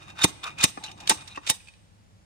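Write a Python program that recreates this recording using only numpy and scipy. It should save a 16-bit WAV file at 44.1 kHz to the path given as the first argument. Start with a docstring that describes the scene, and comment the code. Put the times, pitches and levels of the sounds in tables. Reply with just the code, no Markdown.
"""A slide hammer pulls a bearing from an aluminium engine casing in four blows, close by in a workshop.
The steel weight scrapes along its rod by sliding friction and cracks against its stop; each impact
drives the damped modes of rod, casing and engine mounts: a clang, a rattle and a thud.
Between blows the weight slides back and the loose puller knocks and clinks; at last the freed bearing
jingles. The room reverberates over a low hum."""
import sys
import numpy as np
from scipy import signal
from scipy.fft import rfft, irfft
from scipy.io import wavfile
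from scipy.ndimage import uniform_filter1d

SR = 44100
rng = np.random.default_rng(int(sys.argv[2]) if len(sys.argv) > 2 else 0)


def master_out(mix):
    """Clip the mix to full scale and print it as 16-bit PCM to the path in sys.argv[1]."""
    frames = np.transpose(np.atleast_2d(mix))
    ceiling = np.clip(frames, -1, 1)
    pcm = np.round(ceiling * 32767).astype(np.int16)
    wavfile.write(sys.argv[1], SR, pcm)


N = 99225
T = np.arange(N) / SR

# impacts on the stop: (time [s], crack [dB], swell before it [dB], clang [dB], clang t60 [s],
# rattle [dB], rattle t60 [s], casing ring [dB], thud [dB], casing rise time [s])
BLOWS = [(0.243, -11, -10, -11.5, 0.034, -11.5, 0.03, -20, -14.5, 0.0022),
         (0.64, -12.5, -10.5, -7.5, 0.044, -25.5, 0.062, -33, -19, 0.0014),
         (1.0950, -10, -25.5, -12, 0.084, -28, 0.07, -22.5, -45, 0.01),
         (1.4993, -10, -16.5, -14.5, 0.057, -35, 0.066, -30.5, -29.5, .002)]
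# spectra of a blow's crack, clang and rattle: (frequency [Hz], level [dB])
CRACK_SPECTRUM = [(40, -45.5), (200, -36), (1500, -17), (4000, -6), (7000, -9.5), (8500, 13), (9500, 0),
                  (11000, 5), (11900, -25), (14000, -3), (16000, -20)]
CLANG_SPECTRUM = [(40, -42), (150, -14), (700, -3.5), (1600, -4.5), (2400, 1), (3700, 1), (7000, 0),
                  (8500, 3), (9400, -12.5), (11000, -14), (11900, -24.5), (14000, -13), (16000, -26.5)]
RATTLE_SPECTRUM = [(30, -27.5), (70, -16), (200, -10), (420, 6.5), (650, 1.5), (900, 5.5), (1200, 9),
                   (1500, -5), (1900, 1), (3000, -6.5), (8000, -31.5)]
# modes of rod and weight, casing, engine on its mounts, bearing: (frequency [Hz], level [dB], t60 [s])
ROD_MODES = [(1190, -8.5, .04), (1606, -13, .04), (2464, -1.5, .06), (2690, -4.5, 0.04), (3620, 0.5, 0.064),
             (3730, 4, 0.062), (3815, -2, 0.075), (5090, -9.5, .04), (5800, -4.5, 0.084), (6270, -8, 0.12),
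             (6840, -5.5, 0.046), (8300, -3.5, .04), (8560, -6.5, .045)]
CASING_MODES = [(190, -4.5, 0.04), (308, -5, 0.092), (525, -5, 0.05), (881.4, 3, 0.047), (1250, -9.5, 0.06),
                (1896, -1.5, 0.059), (2716, -5, 0.06)]
MOUNT_MODES = [(129, -4, 0.034), (185, -1.5, 0.043), (287, 2.5, 0.034), (498.6, -10, 0.038)]
BEARING_MODES = [(1680, -14.5, .05), (2445, 0, 0.059), (2537, 0, 0.073), (3152, -11, 0.0324),
                 (4580, -9, 0.044)]
# friction of weight on rod, one envelope a stroke: (time [s], level [dB])
STROKES = [
    [(0, -50), (.04, -44), (.06, -53), (.1, -41.5), (.145, -61.5), (.19, -31), (.21, -31.5), (.238, -26)],
    [(.415, -71), (.44, -29.5), (.455, -45.5), (.472, -30), (.5, -45), (.53, -52), (.56, -62.5),
     (.59, -36.5), (.636, -24.5)],
    [(.82, -54.5), (.845, -48.5), (.87, -45), (.9, -42), (.95, -74.5), (.98, -50), (1.02, -46.5),
     (1.06, -48), (1.09, -42)],
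    [(1.17, -51.5), (1.215, -43), (1.25, -57), (1.32, -46.5), (1.345, -58.5), (1.365, -39.5), (1.405, -67),
     (1.445, -45.5), (1.49, -44)],
]
# wavering metal tones: (centre time [s], half duration [s], frequency [Hz], bandwidth [Hz], level [dB])
METAL_TONES = [(0.203, 0.0294, 1519, 200, -41.5), (0.2225, 0.00763, 3695, 60, -21),
               (0.197, 0.01635, 3650, 100, -38.5), (0.444, 0.0082, 3570, 120, -29),
               (0.468, 0.027, 1201, 170, -34.5), (0.473, 0.039, 2457, 59.06, -39),
               (0.613, 0.03, 2473, 89.93, -33), (0.622, 0.014, 3700, 150, -28.5),
               (0.85, 0.055, 849, 60, -46.5), (0.851, 0.014, 3977, 110, -35.5),
               (0.877, 0.025, 2780, 250, -42.5), (1.025, 0.027, 833, 99.3, -46.5),
               (1.112, .013, 883, 45.1, -25), (1.109, .008, 1540, 40.1, -27),
               (1.32, 0.019, 3870, 108.2, -47.5), (1.361, 0.012, 2620, 130, -40)]
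# contacts of the loose weight and jaws: (time [s], level [dB], t60 [s])
CLINKS = [(0.099, -60, 0.035), (0.188, -45, .04), (0.217, -27.5, 0.054), (0.442, -29.5, 0.0127),
          (0.459, -41, 0.014), (0.587, -35, 0.049), (0.611, -26.5, 0.043), (0.839, -32.5, 0.064),
          (0.864, -43, 0.047), (0.916, -41.5, 0.036), (0.979, -52, .04), (1.004, -41, 0.07),
          (1.0759, -22.5, 0.025), (1.175, -43, .025), (1.21, -44, .06), (1.278, -38, 0.045),
          (1.360, -43, .04), (1.467, -32, 0.09), (1.475, -29.5, 0.04)]
# jaws striking the casing: (time [s], level [dB], pitch factor [1])
KNOCKS = [(0.7744, -29.5, 0.91), (1.113, -21.5, 0.98), (1.3744, -26.5, 0.98)]
# freed bearing striking the puller: (time [s], level [dB])
JINGLES = [(1.604, -52), (1.657, -66), (1.673, -49), (1.6852, -45.5), (1.738, -56.5)]
# envelope of the engine's grumble: (time [s], level [dB])
GRUMBLE_ENVELOPE = [(0, -53.5), (0.3, -52.5), (0.4, -56), (0.6, -48.5), (0.72, -59), (0.95, -52),
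                    (1.2, -51.5), (1.4, -63), (1.6, -72)]
# spectra of the lesser noises and the reverberation: (frequency [Hz], level [dB])
SCRAPE_SPECTRUM = [(100, -15.5), (450, -16.5), (650, -8.5), (900, 2.5), (1400, 4), (2000, -2.5), (2600, 2),
                   (3800, -9.5), (4600, -7.5), (7000, -14), (8600, -15), (9600, -23), (11100, -17),
                   (12000, -48), (14200, -22.5), (16000, -51.5)]
CLINK_SPECTRUM = [(200, -14), (900, -9.5), (2500, 0), (3800, 3), (5000, -3), (8500, -5.5), (9600, -17),
                  (11100, -9), (12000, -36), (14200, -21.5), (16000, -29.5)]
KNOCK_SPECTRUM = [(60, -31.5), (140, -11), (300, 3.5), (680, -4.5), (870, -0.5), (1200, 9.5), (1500, -5.5),
                  (1870, -15), (2800, -21), (6000, -18.5), (12000, -51.5)]
GRUMBLE_SPECTRUM = [(25, -20), (70, 3), (140, 1.5), (220, -7.5), (320, -3.5), (450, -16.5), (850, -3),
                    (1600, -31.5), (5000, -50.5)]
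RUMBLE_SPECTRUM = [(25, -19.5), (102, -7), (130, -17), (206, -12.5), (249, -27.5), (285, -22.5), (405, -31),
                   (476, -24.5), (660, -30), (8360, -41), (16000, -60)]
ROOM_SPECTRUM = [(100, -23.5), (500, -23), (1000, -24.5), (2500, -22), (3700, -24.5), (6000, -26),
                 (7500, -31.5), (8500, -24.5), (11000, -28), (12000, -41), (14000, -22.5), (15500, -43.5)]
# reverberation time of the workshop: (frequency [Hz], t60 [s])
ROOM_T60 = [(100, 0.4), (500, 0.85), (2500, 1.03), (8500, 0.82), (12000, 0.44)]
# partials of the hum: (frequency [Hz], level [dB])
HUM_PARTIALS = [(97, -65.5), (199, -72.5)]
# level difference between the channels: (frequency [Hz], left minus right [dB])
BALANCE = [(100, -2.5), (700, -3), (1100, 4.5), (1500, -1.5), (4000, 0.5), (6200, -6.5), (8500, -2.5),
           (15000, 0.5)]
# phase difference of the ringing parts: (frequency [Hz], left lead [rad])
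RING_PHASE = [(300, -0.055), (900, 1.1), (1200, -1.2), (1870, -1.1), (2460, -1.6), (2690, 1.5), (3700, 1.1),
              (8300, 0.62)]

CRACK_T60_S, SNAP_S, SNAP_DB = 0.035, 0.0023, -1.5
SWELL_RISE_S, CLANG_RISE_S, CLINK_RISE_S = 0.0052, 0.001, 0.0017
THUD_DELAY_S, THUD_CUT_HZ = 0.0018, 92
ROD_BLOW_DB, ROD_SLIDE_DB, ROD_CLINK_DB = -8, -9, -6.5
CATCHES_PER_S, SCRAPE_DB, GRIT_DB, GRIT_S = 3600, -4.5, 3.2, 0.003
FLUTTER_DEPTH, FLUTTER_S = 0.47, 0.0036
KNOCK_TONE_DB, KNOCK_NOISE_DB, JINGLE_NOISE_DB = -8.5, -2.5, -5
ECHO_S, ECHO_SPREAD_S, ECHO_DB = 0.043, 0.02, -23.5
RUMBLE_DB, HUM_WAVER = -57.5, 0.16
# delays of the right channel behind the left
PAIR_LAG_S, CASING_LAG_S, CRACK_LAG_S, TREBLE_LAG_S = 0.0004255, 0.00022, -0.00032, -0.000295
TREBLE_HZ, LOW_CUT_HZ, HIGH_CUT_HZ = 8000, 21, 16200


def hammer_blows():
    """Impact excitation: a brief noisy swell rises to a crack; steel clangs, casing rattles and thuds."""
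    crack, clang, rattle, shake, thud = np.zeros((5, N))
    for (s, crack_db, swell_db, clang_db, clang_t60,
         rattle_db, rattle_t60, ring_db, thud_db, rise_s) in BLOWS:
        t = T - s
        snap = amp(SNAP_DB) * (t >= 0) * np.exp(-(t / SNAP_S) ** 2) / 2
        crack += amp(crack_db) * (amp(-3) * decay(t, CRACK_T60_S) + snap)
        clang += amp(swell_db) * np.exp(-abs(t) / np.where(t < 0, SWELL_RISE_S, CLANG_RISE_S))
        clang += amp(clang_db) * decay(t, clang_t60) * (1 - np.exp(-np.maximum(t, 0) / CLANG_RISE_S))
        jolt = np.clip(t / rise_s, 0, 1) ** 2 * decay(np.maximum(t - rise_s, 0), rattle_t60)
        rattle += amp(rattle_db) * jolt
        shake += amp(ring_db) * jolt
        for hz, db, t60 in MOUNT_MODES:
            thud += amp(thud_db + db) * damped_sine(t - THUD_DELAY_S, hz, t60)
    steel = colour(crack * stereo_noise(0.94, CRACK_LAG_S), CRACK_SPECTRUM)
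    steel += colour(clang * stereo_noise(), CLANG_SPECTRUM)
    steel += amp(ROD_BLOW_DB) * resonate(clang * stereo_noise(lag_s=0), ROD_MODES)
    casing = colour(rattle * stereo_noise(0.51, CASING_LAG_S), RATTLE_SPECTRUM)
    casing += resonate(shake * rng.standard_normal(N), CASING_MODES)
    engine = stereo(highpass(thud, THUD_CUT_HZ), lag_s=CASING_LAG_S)
    return steel + casing + engine


def weight_scrapes():
    """Sliding friction: tiny random catches between weight and rod excite the rod's modes."""
    level = sum(amp(np.interp(T, *np.transpose(stroke), left=-200, right=-200)) for stroke in STROKES)
    catches = unit_rms(rng.standard_normal((3, N)) * (rng.random((3, N)) < CATCHES_PER_S / SR))
    grit = unit_rms(uniform_filter1d(rng.standard_normal(N), round(GRIT_S * SR)))
    force = level * unit_rms(amp(GRIT_DB * grit))
    scrape = colour(force * stereo(catches[0], catches[1:], coherence=0.29), SCRAPE_SPECTRUM)
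    rod = resonate(colour(force * catches[0], SCRAPE_SPECTRUM), ROD_MODES)
    return amp(SCRAPE_DB) * scrape + amp(ROD_SLIDE_DB) * rod


def metal_tones():
    """Brief, randomly modulated resonances: sliding squeals and the third blow's hollow clank."""
    out = np.zeros((2, N))
    for s, half_s, hz, width_hz, db in METAL_TONES:
        near = abs(T - s) < np.pi * half_s
        jitter, flutter = rng.standard_normal((2, N))[:, near]
        # a random walk in phase broadens the spectral line
        phase = np.cumsum(uniform_filter1d(jitter, size=32)) * np.sqrt(2 * np.pi * width_hz / SR)
        flutter = unit_rms(uniform_filter1d(flutter, round(FLUTTER_S * SR)))
        swell = amp(db) * np.exp(-((T[near] - s) / half_s) ** 2)
        out[:, near] += swell * (1 + FLUTTER_DEPTH * flutter) * partial(T[near], hz, phase)
    return out


def puller_clinks():
    """Brief steel-on-steel contacts give broadband forces that set the rod in free vibration."""
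    force = sum(amp(db) * np.where(T < s, np.exp(-abs(T - s) / CLINK_RISE_S), decay(T - s, t60))
                for s, db, t60 in CLINKS)
    contact = colour(force * stereo_noise(), CLINK_SPECTRUM)
    return contact + amp(ROD_CLINK_DB) * resonate(force * stereo_noise(lag_s=0), ROD_MODES)


def jaw_knocks():
    """Modal superposition: the jaws shift in their seat and sound the casing's damped modes."""
    tone = np.zeros(N)
    for s, db, pitch in KNOCKS:
        for k, (hz, mode_db, t60) in enumerate(CASING_MODES):
            tone += (-1) ** k * amp(db + mode_db) * damped_sine(T - s, hz * pitch, t60)
    burst = sum(amp(db) * decay(T - s, t60=0.055) for s, db, _ in KNOCKS) * stereo_noise(0.59)
    return amp(KNOCK_TONE_DB) * stereo(tone) + amp(KNOCK_NOISE_DB) * colour(burst, KNOCK_SPECTRUM)


def bearing_jingles():
    """Free vibration: the loose bearing ticks against the tool and rings at its natural frequencies."""
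    burst = sum(amp(db) * decay(T - s, t60=0.043) for s, db in JINGLES) * stereo_noise()
    tone = sum(amp(db + mode_db) * decay(T - s, t60) * partial(T - s, hz, 0)
               for s, db in JINGLES for hz, mode_db, t60 in BEARING_MODES)
    return tone + amp(JINGLE_NOISE_DB) * colour(burst, CLINK_SPECTRUM)


def engine_grumble():
    """Forced vibration: the engine radiates low noise as it is tugged about."""
    level = amp(np.interp(T, *np.transpose(GRUMBLE_ENVELOPE)))
    return level * colour(stereo_noise(0.9), GRUMBLE_SPECTRUM)


def wall_echo(x):
    """Scattering at a wall spreads one reflection over time."""
    taps = rng.standard_normal((2, SR // 4)) * np.exp(-((T[:SR // 4] - ECHO_S) / ECHO_SPREAD_S) ** 2)
    return amp(ECHO_DB) * convolve(x, taps / np.linalg.norm(taps[0]))


def reverberation(x, tails=3):
    """A diffuse field decays at its own rate in each band; crossfaded tails avoid fixed ringing."""
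    out = np.zeros((2, N))
    onset = np.clip(T[:SR // 2] / 0.01, 0, 1)
    for k in range(tails):
        hz, t, bands = signal.stft(rng.standard_normal((2, SR)), SR, nperseg=256)
        t60 = lookup(ROOM_T60, hz)[:, None]
        gain = amp(lookup(ROOM_SPECTRUM, hz))[:, None] * np.sqrt(2 * np.log(1000) / (t60 * SR))
        tail = signal.istft(bands * decay(t, t60) * gain, SR, nperseg=256)[1][:, :SR // 2]
        crossfade = np.cos(2 * np.pi * T + np.pi * k / tails) * np.sqrt(2 / tails)
        out += convolve(x * crossfade, tail * onset)
    return out


def workshop_hum():
    """Slow amplitude and phase modulation makes a hum waver over a low rumble."""
    hum = np.zeros(N)
    for hz, db in HUM_PARTIALS:
        drift = np.interp(T, np.linspace(0, T[-1], 30), rng.standard_normal(30))
        hum += amp(db) * np.sqrt(2) * (1 + HUM_WAVER * drift) * np.sin(2 * np.pi * hz * T + drift)
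    return hum + amp(RUMBLE_DB) * unit_rms(colour(stereo_noise(0.3), RUMBLE_SPECTRUM))


def amp(db):
    """Amplitude ratio of a level in decibels."""
    return 10 ** (np.asarray(db) / 20)


def unit_rms(x):
    """Normalisation to unit power."""
    return x / np.sqrt(np.mean(x ** 2) + 1e-20)


def lookup(points, hz):
    """Interpolation on a log-frequency axis."""
    f, value = np.transpose(points)
    return np.interp(np.log(hz + 1), np.log(f + 1), value)


def convolve(x, response):
    """Linear response of each channel, by convolution."""
    return signal.oaconvolve(np.atleast_2d(x), np.atleast_2d(response), axes=1)[:, :N]


def highpass(x, hz):
    """Second-order attenuation below a cutoff."""
    return signal.sosfilt(signal.butter(2, hz, "high", fs=SR, output="sos"), x)


def colour(x, spectrum, size=4096):
    """Spectral shaping by a causal filter of unit energy."""
    log_gain = np.log(amp(lookup(spectrum, abs(np.fft.fftfreq(size, 1 / SR)))))
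    response = np.fft.ifft(np.exp(np.conj(signal.hilbert(log_gain)))).real[:size // 2]
    return convolve(x, response / np.linalg.norm(response))


def decay(t, t60):
    """Exponential damping from t = 0, by 60 dB in t60 seconds."""
    return (t >= 0) * np.exp(-np.log(1000) * np.clip(t / t60, 0, 10))


def damped_sine(t, hz, t60):
    """Impulse response of a damped oscillator."""
    return decay(t, t60) * np.sin(2 * np.pi * hz * t)


def partial(t, hz, phase):
    """One resonance reaches the two microphones with a phase difference."""
    return np.sin(2 * np.pi * hz * t + phase - np.array([[0], [1]]) * lookup(RING_PHASE, hz))


def resonate(force, modes):
    """Forced response of damped modes with random phases."""
    t = T[:SR // 5]
    response = sum(amp(db) * decay(t, t60) * partial(t, hz, rng.uniform(0, 2 * np.pi))
                   for hz, db, t60 in modes)
    return convolve(force, response / np.linalg.norm(response[0]))


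def stereo(direct, diffuse=0, coherence=1, lag_s=PAIR_LAG_S):
    """Path difference offsets the direct sound, the treble by its own lag; the rest is diffuse."""
    hz = np.fft.rfftfreq(N, 1 / SR)
    delay = np.where(hz < TREBLE_HZ, lag_s, TREBLE_LAG_S)
    right = irfft(rfft(direct) * np.exp(-2j * np.pi * hz * delay), N)
    return np.sqrt(coherence) * np.array([direct, right]) + np.sqrt(1 - coherence) * diffuse


def stereo_noise(coherence=0.4, lag_s=PAIR_LAG_S):
    """Partly coherent white noise, as from dense random contact forces."""
    return stereo(rng.standard_normal(N), rng.standard_normal((2, N)), coherence, lag_s)


def scene():
    """Superposition of the tool's direct sound, its reflections and the background."""
    tool = hammer_blows() + weight_scrapes() + metal_tones() + engine_grumble()
    tool += puller_clinks() + jaw_knocks() + bearing_jingles()
    balance_db = lookup(BALANCE, np.fft.rfftfreq(N, 1 / SR))
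    tool = irfft(rfft(tool) * amp(np.array([balance_db, -balance_db]) / 2), N)
    return tool + wall_echo(tool) + reverberation(tool) + workshop_hum()


def record(dry):
    """The microphones drop the deep bass; soft saturation rounds the peaks; a low-pass limits the band."""
    dry = highpass(dry, LOW_CUT_HZ)
    soft = dry / (1 + dry ** 4) ** (1 / 4)
    lowpass = signal.firwin(255, HIGH_CUT_HZ, window=("kaiser", 9), fs=SR)
    return signal.oaconvolve(soft, lowpass[None], "same")


dry = scene()
out = record(dry)
master_out(out)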